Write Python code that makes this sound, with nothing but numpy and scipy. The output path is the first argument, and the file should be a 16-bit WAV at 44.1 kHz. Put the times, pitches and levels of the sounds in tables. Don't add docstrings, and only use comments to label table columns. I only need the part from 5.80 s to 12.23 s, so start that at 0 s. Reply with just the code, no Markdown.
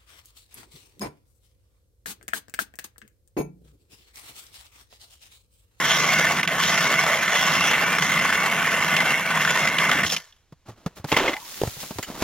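import sys
import numpy as np
from scipy import signal
from scipy.fft import rfft, irfft
from scipy.io import wavfile
from scipy.ndimage import uniform_filter1d, map_coordinates

SR = 44100
rng = np.random.default_rng(int(sys.argv[2]) if len(sys.argv) > 2 else 0)


def log_audio(samples):
    frames = np.atleast_2d(samples).T
    limited = np.clip(frames, -1, 1)
    pcm = np.round(limited * 32767).astype(np.int16)
    wavfile.write(sys.argv[1], SR, pcm)


N = 283563
TIME, HZ = np.arange(N) / SR, np.fft.rfftfreq(N, 1 / SR)
TURN_S = 0.7226
BREAK_S, FREE_S = 4.252, 4.372


def amp(db):
    return 10 ** (np.asarray(db) / 20)

def unit(x):
    return x / np.sqrt(np.mean(x ** 2) + 1e-20)

def read(points, hz):
    pitch, value = np.transpose(points)
    return np.interp(np.log(hz + 1), np.log(pitch + 1), value)

def ramp(start_s, length_s):
    return np.clip((TIME - start_s) / length_s, 0, 1)

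def humps(rows):
    return sum(height * np.exp(-((TIME - at) / half) ** 2) for at, half, height in rows)

def swell(start_s, db, rise_s, decay_s):
    t = np.maximum(TIME - start_s, 0)
    shape = (1 - np.exp(-(t / rise_s) ** 2)) * np.exp(-t / decay_s)
    return amp(db) * shape / (shape.max() + 1e-9)

def swells(rows):
    return np.sqrt(sum(swell(*row) ** 2 for row in rows))

def wander(rate_hz):
    return unit(irfft(rfft(rng.standard_normal(N)) / (1 + (HZ / rate_hz) ** 4), N))

def crackle(per_s, spread_db, decay_s):
    size = amp(spread_db * np.minimum(rng.exponential(1, N), 4))
    cracks = size * (rng.random(N) < per_s / SR)
    power = signal.lfilter([1], [1, -np.exp(-2 / (decay_s * SR))], cracks ** 2)
    return unit(np.sqrt(power + 1e-12))

def colour(x, db_at, size=4096):
    gain_db = np.maximum(db_at(abs(np.fft.fftfreq(size, 1 / SR))), -110)
    response = np.exp(signal.hilbert(np.log(amp(gain_db))).conj())
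    taps = np.fft.ifft(response).real[:size // 2]
    return signal.oaconvolve(x, taps[None] / np.linalg.norm(taps), axes=1)[:, :N]

def resonate(x, hz, width_hz):
    spin = np.exp(2j * np.pi * np.cumsum(np.broadcast_to(hz, N)) / SR)
    keep = np.exp(-np.pi * width_hz / SR)
    once = signal.lfilter([1 - keep], [1, -keep], x / spin)
    return (spin * signal.lfilter([1 - keep], [1, -keep], once)).real

# pitch_hz, likeness
STEREO_LIKENESS = [(40, .7), (160, .995), (1000, .94), (2500, .93), (4000, .75), (7000, .55), (10000, .25)]
# pitch_hz, lead_radians
LEFT_LEAD = [(200, 0), (1400, .28), (3500, .55), (5700, 1.65), (8400, 2.0), (15000, 1.6)]
def hiss():
    left, other = rfft(rng.standard_normal((2, N)))
    same = read(STEREO_LIKENESS, HZ)
    right = (same * left + np.sqrt(1 - same ** 2) * other) * np.exp(-1j * read(LEFT_LEAD, HZ))
    return irfft(np.array([left, right]) * amp([[-0.35], [0.35]]), N)


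# pitch_hz, width_hz, boost_db
STEEL_RINGS = [(158.1, 67, 16), (662, 56, 6), (1122, 200, 6.5), (1484, 90, 6.5), (1783, 90, 6.5),
               (2041, 44, 8.5), (2175, 120, 4), (2450, 40, 1.5), (2750, 70, 8), (3090, 190, 6.5),
               (3400, 130, 8.5), (5340, 59, 10.5), (5915, 33, 12.5), (6614, 92, 8.5)]
def steel_db(hz):
    return sum(db / (1 + (2 * (hz - pitch) / width) ** 2) for pitch, width, db in STEEL_RINGS)

# pitch_hz, level_db
ICE_TONE = [(35, -34), (70, -19), (115, -24), (220, -12), (380, -16), (900, -13.5), (2000, -11.5),
            (3300, -19.5), (4600, -24), (7300, -19.5), (8100, -25.5), (16000, -35.5)]
def auger(x, low_hz, high_hz):
    def gain_db(hz):
        outside = (1 + (low_hz / (hz + 1)) ** 10) * (1 + (hz / high_hz) ** 10)
        return read(ICE_TONE, hz) + steel_db(hz) - 10 * np.log10(outside)
    return colour(x, gain_db)

def crank(peak_s):
    return np.cos(2 * np.pi * (TIME - peak_s) / TURN_S)

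def flex(x, pitch_share=0.005, loaded_s=0.598):
    lead_s = pitch_share * TURN_S / (2 * np.pi) * crank(loaded_s + TURN_S / 4)
    return np.array([map_coordinates(side, [(TIME + lead_s) * SR], order=3, mode="mirror") for side in x])

def crumbs(x, depth_db):
    spectrum = signal.stft(x, nperseg=1024)[2]
    patches = uniform_filter1d(rng.standard_normal(spectrum.shape[1:]), size=7, axis=0)
    patches = unit(uniform_filter1d(patches, size=5, axis=1))
    return signal.istft(spectrum * amp(depth_db * patches))[1][:, :N]

# middle_s, half_length_s, change_db
ARM_PUSHES = [(.68, 0.11, -4), (1.45, 0.036, -2), (1.89, 0.045, 2), (.38, 0.087, 1), (3.31, 0.018, 0.5),
              (3.44, 0.041, -5), (3.93, 0.048, -4), (4.1, 0.02, 1), (4.325, 0.011, 4.5)]
# start_s, boost_db
KEEN_CUTS = [(0, 8), (.76, 7), (1.49, 6), (2.17, 3.5), (2.94, 3), (3.56, 4.5)]
def cutting(fade_db_per_s=128):
    through = ramp(BREAK_S, 0.0036)
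    bite_db = -21 + humps(ARM_PUSHES) - 9 * through
    bite_db -= 13.5 * ramp(FREE_S, 0.021) + fade_db_per_s * np.maximum(TIME - FREE_S, 0)
    keen_db = sum(db * swell(start, 0, rise_s=0.053, decay_s=0.37) for start, db in KEEN_CUTS)
    muffle_db = 1.5 * ramp(1.9, 0.05)
    shave_db = -10.5 + keen_db - muffle_db + 16 * through - 4 * ramp(FREE_S, 0.017)
    return bite_db, shave_db

# middle_s, half_length_s, drop_db
BLADE_CATCHES = [(.623, .006, 13), (.668, .008, 15), (4.29, .008, 9), (4.356, .008, 9)]
def blades():
    bite_db, shave_db = cutting()
    slack_db = humps([(at - .005, .006, 3) for at, _, _ in ICE_CHIPS])
    bite = amp(bite_db - humps(BLADE_CATCHES) - slack_db)
    cracks = crackle(per_s=950, spread_db=2.4, decay_s=.0014) + .6
    cracks *= amp(2.1 * np.tanh(wander(rate_hz=30)))
    cracks /= np.sqrt(uniform_filter1d(cracks ** 2, size=4000))
    grind = auger(hiss() * cracks * bite, low_hz=393, high_hz=3030)
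    grind = amp(-1) * crumbs(grind, depth_db=1.97)
    fine = hiss() * cracks * bite
    shaving = amp(1) * auger(fine * amp(shave_db), low_hz=3340, high_hz=8730)
    powder_db = -5 + 0.43 * shave_db + 5.1 * (TIME > BREAK_S)
    powder = amp(powder_db) * auger(fine, low_hz=8020, high_hz=16430)
    squeal = amp(shave_db - 13.5) * steel_tone(5830, drift_hz=110, width_hz=400, flare_db=4)
    return flex(grind + crumbs(shaving + powder, depth_db=2.5)) + bite * (singing() + squeal)

def steel_tone(pitch_hz, drift_hz, width_hz, flare_db):
    hz = pitch_hz + drift_hz * wander(rate_hz=4)
    return unit(resonate(hiss(), hz, width_hz) * amp(flare_db * np.tanh(wander(rate_hz=7.2))))

# pitch_hz, width_hz, level_db, swing_db, climb_hz
SPIRAL_NOTES = [(1490, 70, -14, 1, 0), (2050, 55, -10.5, 2, 0), (2120, 110, -9, 4, 320),
                (2740, 110, -14.5, 5, 0)]
def singing():
    climb, load = (TIME / TURN_S % 1) ** 3, crank(peak_s=0.39)
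    notes = 0
    for hz, width, db, swing_db, climb_hz in SPIRAL_NOTES:
        note = steel_tone(hz + climb_hz * climb, drift_hz=12, width_hz=width, flare_db=3)
        notes += amp(db) * unit(note * amp(swing_db * load))
    return notes * amp(-12 * ramp(BREAK_S, 0.1))

# middle_s, half_length_s, change_db
ICE_HEAVES = [(1.52, 0.033, -7), (1.78, 0.017, 7), (2.8, 0.016, 5.5), (3.83, 0.03, 5)]
def ice_sheet(lurches_per_s=11):
    lurch = np.sin(2 * np.pi * np.cumsum(lurches_per_s + wander(rate_hz=2.66)) / SR)
    throb_db = -34.5 + humps(ICE_HEAVES) + 1.5 * lurch + 1.2 * wander(rate_hz=3.2)
    throb = amp(throb_db) * (1 - ramp(BREAK_S, 0.16))
    return auger(hiss() * throb, low_hz=29.4, high_hz=347)

# pitch_hz, level_db
AIR_TONE = [(25, -2), (80, 0), (200, -17), (2000, -23), (6500, -26), (16000, -34)]
def air():
    return amp(-64) * colour(hiss(), lambda hz: read(AIR_TONE, hz))

# middle_s, half_length_s, level_db, pitch_hz
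EDGE_SKIDS = [(.1, 0.063, -25, 3200), (0.835, 0.028, -25, 3110), (1.88, 0.083, -24, 2700)]
def skids():
    grips = np.array([humps([(at, half, amp(db))]) for at, half, db, _ in EDGE_SKIDS]) + 1e-9
    hz = np.average([[pitch] for *_, pitch in EDGE_SKIDS] * np.ones(N), axis=0, weights=grips)
    rasp = colour(resonate(hiss(), hz, width_hz=520), steel_db)
    return unit(rasp * amp(2 * wander(rate_hz=47))) * grips.sum(0)

# start_s, level_db, pitch_hz
ICE_CHIPS = [(.468, -17, 1750), (.6295, -19, 2380), (.6748, -17.5, 2420), (.9751, -17, 2150),
             (1.264, -17, 1200), (1.4779, -18, 2000), (2.184, -16, 1800), (2.222, -16, 1750),
             (2.5246, -16.5, 1650), (3.0239, -18, 2200), (3.1651, -16, 2650), (3.203, -15.5, 2000),
             (3.6485, -15.5, 1550), (3.6749, -17, 1700), (3.873, -16, 2000), (3.9847, -15.5, 2450),
             (4.093, -15.5, 1350), (4.1139, -14.5, 1800), (4.2337, -16.5, 1900), (4.263, -25, 3400),
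             (4.299, -23, 3400), (4.3639, -20.5, 2750), (4.5236, -50, 3300), (5.566, -29, 2100)]
def chips(rise_s=0.0012, decay_s=0.0034):
    out, noise, t = np.zeros((2, N)), hiss(), TIME[TIME < 10 * decay_s]
    shape = (1 - np.exp(-t / rise_s)) * np.exp(-t / decay_s)
    for start_s, db, pitch in ICE_CHIPS:
        def gain_db(hz):
            off_pitch = 4.6 * (hz / pitch - pitch / (hz + 1))
            return 0.72 * steel_db(hz) - 10 * np.log10(1 + off_pitch ** 2)
        start = round(start_s * SR)
        snap = colour(noise[:, start:start + len(t)] * shape, gain_db)
        strength = np.sqrt(np.mean(snap[:, :round(2 * decay_s * SR)] ** 2))
        out[:, start:start + snap.shape[1]] += amp(db) * snap / strength
    return out

# start_s, level_db, pitch_hz, decay_s, relative_crunch_db
BLOWS = [(4.244, -28, 100.5, 0.01, -20), (4.723, -34.5, 164, 0.0073, -15), (4.882, -34.5, 123, 0.022, -12),
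         (5.0604, -19.5, 190, 0.0077, -10.5), (5.196, -34, 100, .009, -20), (5.242, -26.5, 175, 0.0086, -4),
         (5.323, -16, 160, 0.007, -4.5), (5.488, -25, 333, 0.0075, -14), (5.815, -13, 448, 0.0043, -10.5),
         (5.835, -10.5, 550, 0.0023, -14), (5.842, -29, 129, 0.017, -10), (5.873, -17, 119, 0.0051, -13.5),
         (5.966, -37, 155, 0.011, -10.5), (6.028, -36.5, 169, 0.013, -2), (6.107, -26.5, 216, 0.0082, -8.5),
         (6.154, -33, 105, 0.015, -18), (6.184, -23.5, 122, 0.0086, -6.5), (6.3, -27.5, 299, 0.0057, -11.5),
         (6.422, -15, 520, 0.0033, -7)]
# start_s, level_db, rise_s, decay_s
BOOT_STEPS = [(4.85, -50, 0.023, 0.031), (4.95, -56, 0.016, 0.48), (5.16, -42, 0.022, 0.011),
              (6.26, -38.5, 0.011, 0.13), (6.33, -36, 0.026, 0.043), (6.39, -30, 0.027, 0.052)]
# pitch_hz, level_db
SNOW_TONE = [(100, -10), (220, -3), (1300, -9.5), (2000, -15.5), (6000, -20), (16000, -27)]
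def thuds_and_steps(pitch_sag=0.13):
    thumps, weight = np.zeros(N), np.zeros(N)
    for start, db, hz, decay, crunch_db in BLOWS:
        t = np.maximum(TIME - start, 0)
        shape = swell(start, db, 0.22 * decay, decay)
        stretch = 1 + pitch_sag * (1 - np.exp(-t / decay / 2))
        thumps += shape * np.sin(2 * np.pi * hz * t / stretch)
        weight += shape * amp(crunch_db)
    thumps = signal.sosfilt(signal.butter(3, 55, "high", fs=SR, output="sos"), thumps)
    grains = hiss() * unit(crackle(per_s=1300, spread_db=1.5, decay_s=0.0011) + .5)
    crunch = colour(grains * (weight + swells(BOOT_STEPS)), lambda hz: read(SNOW_TONE, hz))
    rumble_tone = [(30, -17), (110, -1.5), (250, -7), (900, -10.5), (3000, -37.5)]  # pitch_hz, level_db
    rumble = colour(hiss() * weight, lambda hz: read(rumble_tone, hz))
    return amp(-0.5) * thumps + amp(1) * crunch + amp(4.5) * rumble

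# start_s, level_db, rise_s, decay_s
SLUSH_POURS = [(5.15, -50, 0.026, 0.016), (5.26, -39.5, 0.023, 0.34), (5.366, -30.5, 0.0023, 0.013),
               (5.54, -39.5, 0.19, 0.44), (5.98, -38, 0.024, 0.049), (6.184, -33, 0.0008, 0.0053),
               (6.37, -42, 0.018, 0.085)]
# pitch_hz, level_db
SPRAY_TONE = [(150, -10), (1200, -10), (4000, -6.5), (7000, -7), (16000, -5.5)]
def slush():
    flow = swells(SLUSH_POURS)
    grains = hiss() * crackle(per_s=3500, spread_db=5, decay_s=0.0007)
    water = rng.standard_normal((2, N))
    return colour((amp(3) * grains + amp(4.5) * water) * flow, lambda hz: read(SPRAY_TONE, hz))

# start_s, level_db, rise_s, decay_s, ring_db
WALL_BUMPS = [(5.282, -37, 0.0054, 0.0075, -37), (5.315, -17, 0.0037, 0.014, -27),
              (5.341, -32, 0.0032, 0.0056, -21), (5.364, -16, 0.0034, 0.019, -23),
              (5.475, -23, 0.01, 0.0093, -19.5), (5.528, -27.5, 0.0043, 0.0081, -24)]
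# pitch_hz, level_db
WALL_TONE = [(60, -13), (160, -16), (240, -2), (550, -2.5), (1100, -1), (3400, -6), (4400, -14),
             (7000, -17), (16000, -46)]
def haul(start_s=5.375, end_s=5.49, empty_hz=290, filled_hz=1150):
    before_s, after_s = np.maximum(start_s - TIME, 0), np.maximum(TIME - end_s, 0)
    slide = amp(-25.5 - 257 * before_s - 274 * after_s)
    contact = np.hypot(slide, swells([row[:-1] for row in WALL_BUMPS]))
    grains = hiss() * unit(crackle(per_s=1300, spread_db=3.4, decay_s=.0022) + .5)
    scrape = colour(grains * contact, lambda hz: read(WALL_TONE, hz) + 0.5 * steel_db(hz))
    ringing = swells([(at, ring_db, rise, decay) for at, _, rise, decay, ring_db in WALL_BUMPS])
    ring = unit(resonate(hiss(), hz=2080, width_hz=170)) * ringing
    hole_hz = empty_hz * (filled_hz / empty_hz) ** ramp(start_s, 0.27) * amp(wander(rate_hz=21))
    hole = unit(resonate(hiss(), hole_hz, width_hz=140)) * swell(start_s, -31, 0.089, 0.068)
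    return amp(1.4) * scrape + ring + hole

def gurgle(bubbles=40, decay_cycles=6, start_s=5.36, length_s=0.15, lowest_hz=290):
    out = np.zeros(N)
    for when, height, strength in rng.random((bubbles, 3)):
        hz = lowest_hz * 3.4 ** height
        t = np.maximum(TIME - start_s - length_s * when, 0)
        age = t * hz / decay_cycles
        out += strength * np.exp(-age) * np.sin(2 * np.pi * hz * t * (1 + 0.052 * age))
    return amp(-23) * out

# pitch_hz, width_hz, level_db
CLINK_NOTES = [(1950, 890, -10), (3010, 330, -9.5), (4760, 310, -17), (7000, 400, -10)]
def clink(start_s=6.2267):
    ring = sum(amp(db) * unit(resonate(hiss(), hz, width)) for hz, width, db in CLINK_NOTES)
    return unit(ring + .5 * hiss()) * swell(start_s, db=-23, rise_s=0.00079, decay_s=0.012)


def scene():
    drilling = blades() + ice_sheet() + air() + skids() + chips()
    return drilling + thuds_and_steps() + slush() + haul() + gurgle() + clink()

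def record(dry, top_hz=16050):
    softened = irfft(rfft(dry) * amp(read([(7200, -1), (7900, -6)], HZ)), N)
    low_pass = signal.firwin(511, top_hz, window=("kaiser", 9), fs=SR)
    return signal.oaconvolve(softened, low_pass[None], "same")


dry = scene()
out = record(dry)
log_audio(out)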